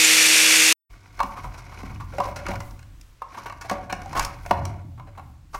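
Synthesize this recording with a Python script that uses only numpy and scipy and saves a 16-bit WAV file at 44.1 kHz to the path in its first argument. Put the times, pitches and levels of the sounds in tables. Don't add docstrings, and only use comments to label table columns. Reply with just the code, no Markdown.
import sys
import numpy as np
from scipy import signal
from scipy.fft import rfft, irfft, next_fast_len
from scipy.io import wavfile
from scipy.ndimage import uniform_filter1d, map_coordinates

SR = 44100
rng = np.random.default_rng(int(sys.argv[2]) if len(sys.argv) > 2 else 0)


def wav_out(sig):
    wavfile.write(sys.argv[1], SR, np.round(np.clip(np.atleast_2d(sig).T, -1, 1) * 32767).astype(np.int16))


def boost_factor(decibels):
    exponent = np.asarray(decibels, float) / 20
    return 10 ** exponent


N = 246518
T = np.arange(N) / SR


def unit(x):
    return x / np.sqrt(np.mean(x ** 2) + 1e-20)


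def along(points, hz):
    f, values = np.transpose(points)
    return np.interp(np.log(hz + 1), np.log(f + 1), values)


def curves(rows):
    s, *columns = np.transpose(rows)
    return [np.interp(T, s, column) for column in columns]


def wobble(rate):
    knots = rng.standard_normal(int(N * rate / SR) + 4)
    return map_coordinates(knots, [T * rate])


def filtered(x, response):
    m = next_fast_len(N + SR // 2)
    spectrum = rfft(x, m) * response(np.fft.rfftfreq(m, 1 / SR))
    return irfft(spectrum, m)[..., :N]


def coloured(x, spectrum):
    return unit(filtered(x, lambda f: boost_factor(along(spectrum, f))))


def resonance(f, hz, width):
    return 1j * f * width / (hz * hz - f * f + 1j * f * width)


def grit(spread_db, rate):
    return unit(rng.standard_normal(N) * boost_factor(spread_db * wobble(rate)))


def steady(x, seconds):
    power = np.abs(uniform_filter1d(x ** 2, round(seconds * SR)))
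    return x / np.sqrt(power + .05)


def swells(rows):
    return sum(boost_factor(db) * np.exp(-((T - s) / length) ** 2) for s, db, length in rows)


def add(track, s, sound):
    track[round(s * SR):][:len(sound)] += sound


# f/Hz, relative level/dB per Hz
ROOM_HISS = [(100, -4.5), (200, 7), (700, 5), (1100, 7.5), (2300, 3.5), (4500, -0.5), (8000, -4),
             (12000, -21), (15800, -34.5)]


def quiet_room():
    start_db = -63.5
    hush_s, hush_db, fade_s = 3.4, -3.5, 0.1015
    step_db = hush_db * np.clip((T - hush_s) / fade_s, 0, 1)
    return boost_factor(start_db + step_db) * coloured(rng.standard_normal(N), ROOM_HISS)


# f/Hz, t60/s
BASEMENT_DECAY = [(200, 1), (700, 0.66), (2000, 0.5), (5000, 0.22), (12000, 0.21)]


def basement(x, hop=8192):
    out, window = np.zeros(N + 2 * SR), signal.windows.hann(2 * hop, sym=False)
    for start in range(0, N, hop):
        hz, t, z = signal.stft(rng.standard_normal(SR), SR, nperseg=256)
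        decay = boost_factor(-60 * t / along(BASEMENT_DECAY, hz)[:, None])
        tail = signal.istft(z * decay, SR, nperseg=256)[1]
        piece = x[start:start + 2 * hop]
        answer = signal.fftconvolve(piece * window[:len(piece)], tail / np.linalg.norm(tail))
        out[start + 300:][:len(answer)] += answer
    return out[:N]


# f/Hz, relative level/dB per Hz
SWAY_COLOUR = [(12, 11), (25, 0.5), (45, 30), (65, -4.5), (90, -27.5)]
THUD_COLOUR = [(55, -14), (75, 12.5), (95, 12), (125, 6.5), (200, -11), (320, -10), (500, -68.5)]
# t/s, level/dB
RESTLESSNESS = [(0.9, -53.5), (1.5, -46), (2.1, -40), (2.8, -44.5), (3.2, -59.5), (3.55, -46.5), (4.1, -42),
                (4.9, -46.5), (5.59, -53)]
# t/s, level/dB, length/s
SWAY_SWELLS = [(.92, -45.5, 0.035), (1.26, -39.5, 0.073), (1.47, -39, .06), (1.9, -49.5, .07),
               (2.05, -45.5, 0.01), (2.28, -37, 0.025), (2.52, -38.5, 0.034), (2.64, -39.5, .08),
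               (3.05, -49.5, 0.16), (4.23, -31, 0.05), (4.48, -39.5, .05), (5.25, -59, 0.0752),
               (5.59, -35, .05)]
# t/s, level/dB, length/s
THUD_SWELLS = [(1.47, -44, 0.065), (1.98, -41.5, 0.092), (2.36, -50, 0.24), (2.58, -35, .05),
               (2.85, -60.5, 0.11), (4.23, -47.5, 0.13), (4.63, -30, 0.097), (4.84, -40.5, 0.2),
               (5.27, -48, 0.13)]


def rumble():
    restless_db, = curves(RESTLESSNESS)
    sway = steady(coloured(rng.standard_normal(N), SWAY_COLOUR), seconds=0.28)
    thud = steady(coloured(rng.standard_normal(N), THUD_COLOUR), seconds=0.019)
    sway_gain = boost_factor(restless_db - 3) + swells(SWAY_SWELLS)
    thud_gain = boost_factor(restless_db) + swells(THUD_SWELLS)
    return sway_gain * sway + thud_gain * thud


# multiple of the shaft rate, rms level/dB
SHAFT_ORDERS = [(0.998, -51), (2, -35), (3, -41), (3.681, -48.5), (5.65, -49.5)]
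# f/Hz, relative level/dB per Hz
ROAR_COLOUR = [(25, -33.5), (100, -25), (400, -19), (1100, -13.5), (2000, -1.5), (2550, 2), (3200, -4.5),
               (3450, 0), (4000, -6), (4600, -2), (5000, -6.5), (5400, -4), (8000, -7.5), (12500, -14),
               (15800, -33)]
# f/Hz, width/Hz, level/dB (relative to one another)
DISC_RESONANCES = [(5800, 330, -3.5), (6270, 290, -12.5), (6800, 35, 5.5), (8470, 160, 5), (9900, 88, -8)]
# t/s, f/Hz, level/dB
DISC_SQUEAL = (0.048, 7050, -14)
# t/s, f/Hz
CUT_RESONANCE = [(0.0, 2400), (0.448, 2520), (0.496, 2380), (0.72, 2590)]


def grinder():
    shaft_hz = 158.8 * (1 + 0.0014 * wobble(18))
    turn = 2 * np.pi * np.cumsum(shaft_hz) / SR
    bites = grit(spread_db=0.6, rate=200) * (1 + 0.071 * np.cos(turn))

    def disc(f):
        ringing = sum(boost_factor(db) * abs(resonance(f, hz, width)) for hz, width, db in DISC_RESONANCES)
        return boost_factor(along(ROAR_COLOUR, f)) * (1 + 0.49 * ringing)

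    roar = unit(filtered(bites, disc))
    low_band = filtered(grit(spread_db=0.5, rate=180), lambda f: resonance(f, 120, 400) / (1 + (f / 320) ** 2))
    cut_hz, = curves(CUT_RESONANCE)
    carrier = np.sin(2 * np.pi * np.cumsum(cut_hz) / SR)
    kerf = steady(unit(low_band), seconds=0.0097) * carrier
    tones = sum(boost_factor(db + 1.2 * wobble(27)) * np.sqrt(2) * np.sin(order * turn) for order, db in SHAFT_ORDERS)
    s, hz, db = DISC_SQUEAL
    squeal = boost_factor(db) * wobble(540) * np.exp(-((T - s) / 0.012) ** 2) * np.sin(2 * np.pi * hz * T)
    return boost_factor(-13.5) * (0.85 * roar + 0.44 * kerf) + tones + squeal


# f/Hz, relative level/dB, t60/s
BARREL_MODES = [(191.4, -5, 0.14), (272.8, -6.5, 0.032), (362, -6.5, 0.036), (564, -5.5, 0.22),
                (677, -12, 0.017), (753.4, -3, 0.054), (855.3, -9.5, 0.019), (944.6, -4.5, 0.027),
                (1051, -12, 0.15), (1112.5, -8.5, 0.071), (1180, -10, 0.064), (1425, -15.5, 0.004),
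                (1456, -4.5, 0.015), (1623, -10.5, 0.02), (1826, -12.5, 0.025), (2195, -8, 0.03),
                (2583, -14.5, 0.048), (2825, -17.5, 0.059), (3120, -24, 0.0043), (4080, -20, 0.054)]
# t/s, level/dB
DRAG = [(0.95, -55), (1.07, -56.5), (1.36, -47), (1.58, -51), (1.8, -43), (2.08, -56), (2.26, -38.5),
        (2.38, -55), (2.51, -36.5), (2.66, -59), (2.8, -67.5), (3.15, -76), (3.39, -44.5), (3.58, -57),
        (3.72, -40), (3.9, -62), (4.12, -42), (4.45, -51.5), (4.65, -48.5), (4.8, -54.5), (5.01, -100),
        (5.17, -58), (5.33, -83), (5.59, -87)]
# f/Hz, relative level/dB per Hz
SHAVING_COLOUR = [(700, -11), (1400, 3), (2250, 0), (3300, 8.5), (5800, 15), (8000, 1.5), (12000, 3.5),
                  (15800, -23.5)]


def scrape():
    drag_db, = curves(DRAG)

    def body(f):
        total = 0
        for k, (hz, db, t60) in enumerate(BARREL_MODES):
            width = 2 * np.log(1000) / (np.pi * t60)
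            total = total + boost_factor(db) * resonance(f, hz, width) * (-1) ** k
        return total

    slips = boost_factor(2.5 * wobble(50))
    drag = unit(filtered(slips * grit(spread_db=4, rate=200), body))
    crackle = coloured(slips * grit(spread_db=3, rate=220), SHAVING_COLOUR)
    shaving = np.clip((4.9 - T) / .2, .05, 1)
    return boost_factor(drag_db) * (drag + boost_factor(-10.5) * shaving * crackle)


GROUP_BORDERS = [450, 1400]


def feed(pitch_hz, high_db):
    below_db, above_db = 25.5, 21.5
    hz = np.transpose(BARREL_MODES)[0][:, None]
    octaves = np.log2(hz / pitch_hz)
    body_db = np.where(octaves < 0, below_db, -above_db) * octaves
    return np.choose(np.searchsorted(GROUP_BORDERS, hz), [-60, body_db, high_db])


def contact(s, feed_db, rise, rough):
    t = np.arange(SR // 4) / SR
    hz, mode_db, t60 = np.transpose(BARREL_MODES)[:, :, None]
    t60 = t60 * (0.59 if s > 4.4 else 1)
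    luck = rng.standard_normal((3, len(BARREL_MODES), 1))
    jolts = rng.standard_normal((len(BARREL_MODES), len(t)))
    force = t / rise * np.exp(1 - t / rise)
    fade = boost_factor(-60 * t / np.clip(t60, .015, 1)) ** 2
    swing = np.sqrt(fade * np.cumsum(force ** 2 / fade, axis=1))
    envelope = swing / swing.max(axis=1, keepdims=True)
    wander = rough * np.cumsum((force + 0.11) * jolts, axis=1)
    phase = 2 * np.pi * hz * (1 + 0.028 * luck[1]) * t + luck[2] + wander
    level_db = mode_db + feed_db + 2 * luck[0]
    return np.sum(boost_factor(level_db) * envelope * np.sin(phase), axis=0), force


# t/s, level/dB, favoured pitch f/Hz,
# high modes level/dB and snap level/dB (both relative to the knock; the snap before a common offset)
BLADE_KNOCKS = [(1.191, -22, 1114, -6, -19), (1.202, -7, 1066, -15.5, -28.5), (1.23, -15, 1020, -15, -16),
                (1.467, -35.5, 876, -26, -28), (1.831, -26.5, 1076, -17.5, -25.5),
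                (2.182, -14, 566, -14, -22), (2.201, -10.5, 913, -20.5, -28.5),
                (2.283, -28.5, 592, -13.5, -22), (2.464, -21.5, 1250, -3, -11.5), (2.484, -26, 560, -5, -6),
                (2.603, -30.5, 1053, -5.5, -2.5), (2.708, -48.5, 822, -8, 2.5), (2.791, -49, 957, 2.5, 3.5),
                (2.827, -58, 930, 10.5, 9.5), (3.011, -67, 770, 1, 26), (3.218, -18.5, 1062, -25, -48.5),
                (3.497, -24.5, 1058, -8, -19.5), (3.523, -30, 1080, -9, -14), (3.696, -18, 1078, -5, -7.5),
                (3.712, -12, 787, -20.5, -22.5), (3.925, -17, 853, -5, -8.5),
                (4.058, -31.5, 753, -16.5, -12), (4.129, -23.5, 1029, -12.5, -13),
                (4.194, -17.5, 851, -6, 1), (4.248, -24.5, 1038, -9, 5), (4.461, -29.5, 726, -3.5, -6),
                (4.509, -3.5, 885, -18, -28), (4.652, -29.5, 1010, -6, 1), (4.996, -28.5, 1000, -18, -35),
                (5.088, -48, 900, -2.5, -13.5), (5.194, -31.5, 956, -10.5, -32)]
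# t/s, level/dB
WALL_THUMPS = [(1.236, -30), (1.831, -32), (2.192, -28), (2.486, -22), (3.712, -26.5), (3.924, -28.5),
               (4.171, -54.5), (4.508, -19.5)]


def knocks():
    body, snaps = np.zeros(N + SR), np.zeros(N + SR)
    for s, db, pitch_hz, high_db, snap_db in BLADE_KNOCKS:
        ring, force = contact(s, feed(pitch_hz, high_db), rise=0.0018, rough=0.072)
        add(body, s, boost_factor(db) * ring)
        add(snaps, s, boost_factor(db + snap_db + 2.5) * force * rng.standard_normal(len(ring)))
    mode_hz = np.transpose(BARREL_MODES)[0][:, None]
    wall_db = np.where(mode_hz < GROUP_BORDERS[0], 0, -60)
    for s, db in WALL_THUMPS:
        ring, _ = contact(s, wall_db, rise=0.0029, rough=0.054)
        add(body, s, boost_factor(db) * ring)
    return body, snaps


# t/s, level/dB, favoured pitch f/Hz,
# high modes level/dB and rasp level/dB (both relative to the rub; the rasp before a common offset)
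BLADE_RUBS = [(1.37, -29.5, 1150, -22.5, -24), (1.441, -29.5, 944, -20, -35), (1.542, -37, 1010, -10, -5.5),
              (1.582, -37, 1032, -8, 2.5), (1.72, -36.5, 1090, -9.5, -16.5), (1.797, -37, 956, -34, -16),
              (1.906, -38, 1020, -26, -15), (2.002, -29.5, 1080, -13, -13), (2.134, -31.5, 533, -18, -28),
              (2.249, -30, 542, -27, -21.5), (2.362, -27, 510, -6, -1), (2.389, -32, 537, -7.5, -9.5),
              (2.506, -29.5, 734, -15.5, -23.5), (2.534, -29, 934, -24, -26.5),
              (3.344, -34, 1080, -7.5, -14), (3.373, -30.5, 1090, -14, -26), (3.41, -48.5, 1100, 1, -14),
              (3.46, -27.5, 960, -7, -10.5), (3.613, -31.5, 1150, -5, 2.5), (3.647, -36.5, 787, -7, -7.5),
              (3.899, -28, 986, -1.5, -14), (4.152, -21, 940, -14, -16), (4.165, -15.5, 1120, -17, -30.5),
              (4.176, -21, 770, -12.5, 1), (4.202, -25, 774, 0, -7), (4.224, -26.5, 1001, -3, 4),
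              (4.978, -40.5, 1060, -21, -34.5), (5.072, -40.5, 579, -12, -34),
              (5.156, -52.5, 780, -10.5, -8.5), (5.177, -35.5, 885, -12.5, -31),
              (5.533, -39, 1050, -12, -1), (5.545, -23.5, 1030, -17, -9.5)]
# f/Hz, gain level/dB
SNAP_COLOUR = [(800, -47.5), (2000, -6.5), (3500, -6.5), (5500, 2), (9000, -9.5), (15800, -19)]


def blade():
    body, snaps = knocks()
    rasp = np.resize(grit(spread_db=3, rate=700), N + SR)
    rise = .007
    for s, db, pitch_hz, high_db, rasp_db in BLADE_RUBS:
        ring, force = contact(s, feed(pitch_hz, high_db), rise, rough=0.14)
        start = s - .6 * rise
        unevenness = map_coordinates(rng.standard_normal(60), [np.arange(len(ring)) * 200 / SR])
        chatter = boost_factor(unevenness * force)
        add(body, start, boost_factor(db) * ring * chatter)
        add(snaps, start, boost_factor(db + rasp_db - 7.0) * force * rasp[round(s * SR):][:len(ring)])
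    return body[:N] + filtered(snaps[:N], lambda f: boost_factor(along(SNAP_COLOUR, f)))


# off t/s, on t/s
OFF_AND_ON = (0.7273, .894)


def scene():
    off, on = OFF_AND_ON
    near = blade()
    echo = boost_factor(-9) * basement(near)
    trimming = near + echo + scrape() + rumble() + quiet_room()
    stop = np.where(T < off, 1, boost_factor(-13 - 4700 * np.abs(T - off)))
    start = np.clip((T - on) / 0.014, 0, 1)
    return (grinder() * stop + trimming * start)[None]


def band_limit(x):
    return signal.sosfilt(signal.butter(12, 17080, fs=SR, output="sos"), x)


def record(dry):
    soft = dry / (1 + np.abs(dry / .9) ** 4) ** .25
    mix = filtered(soft, lambda f: f < 15870)
    return band_limit(mix)


dry = scene()
out = record(dry)
wav_out(out)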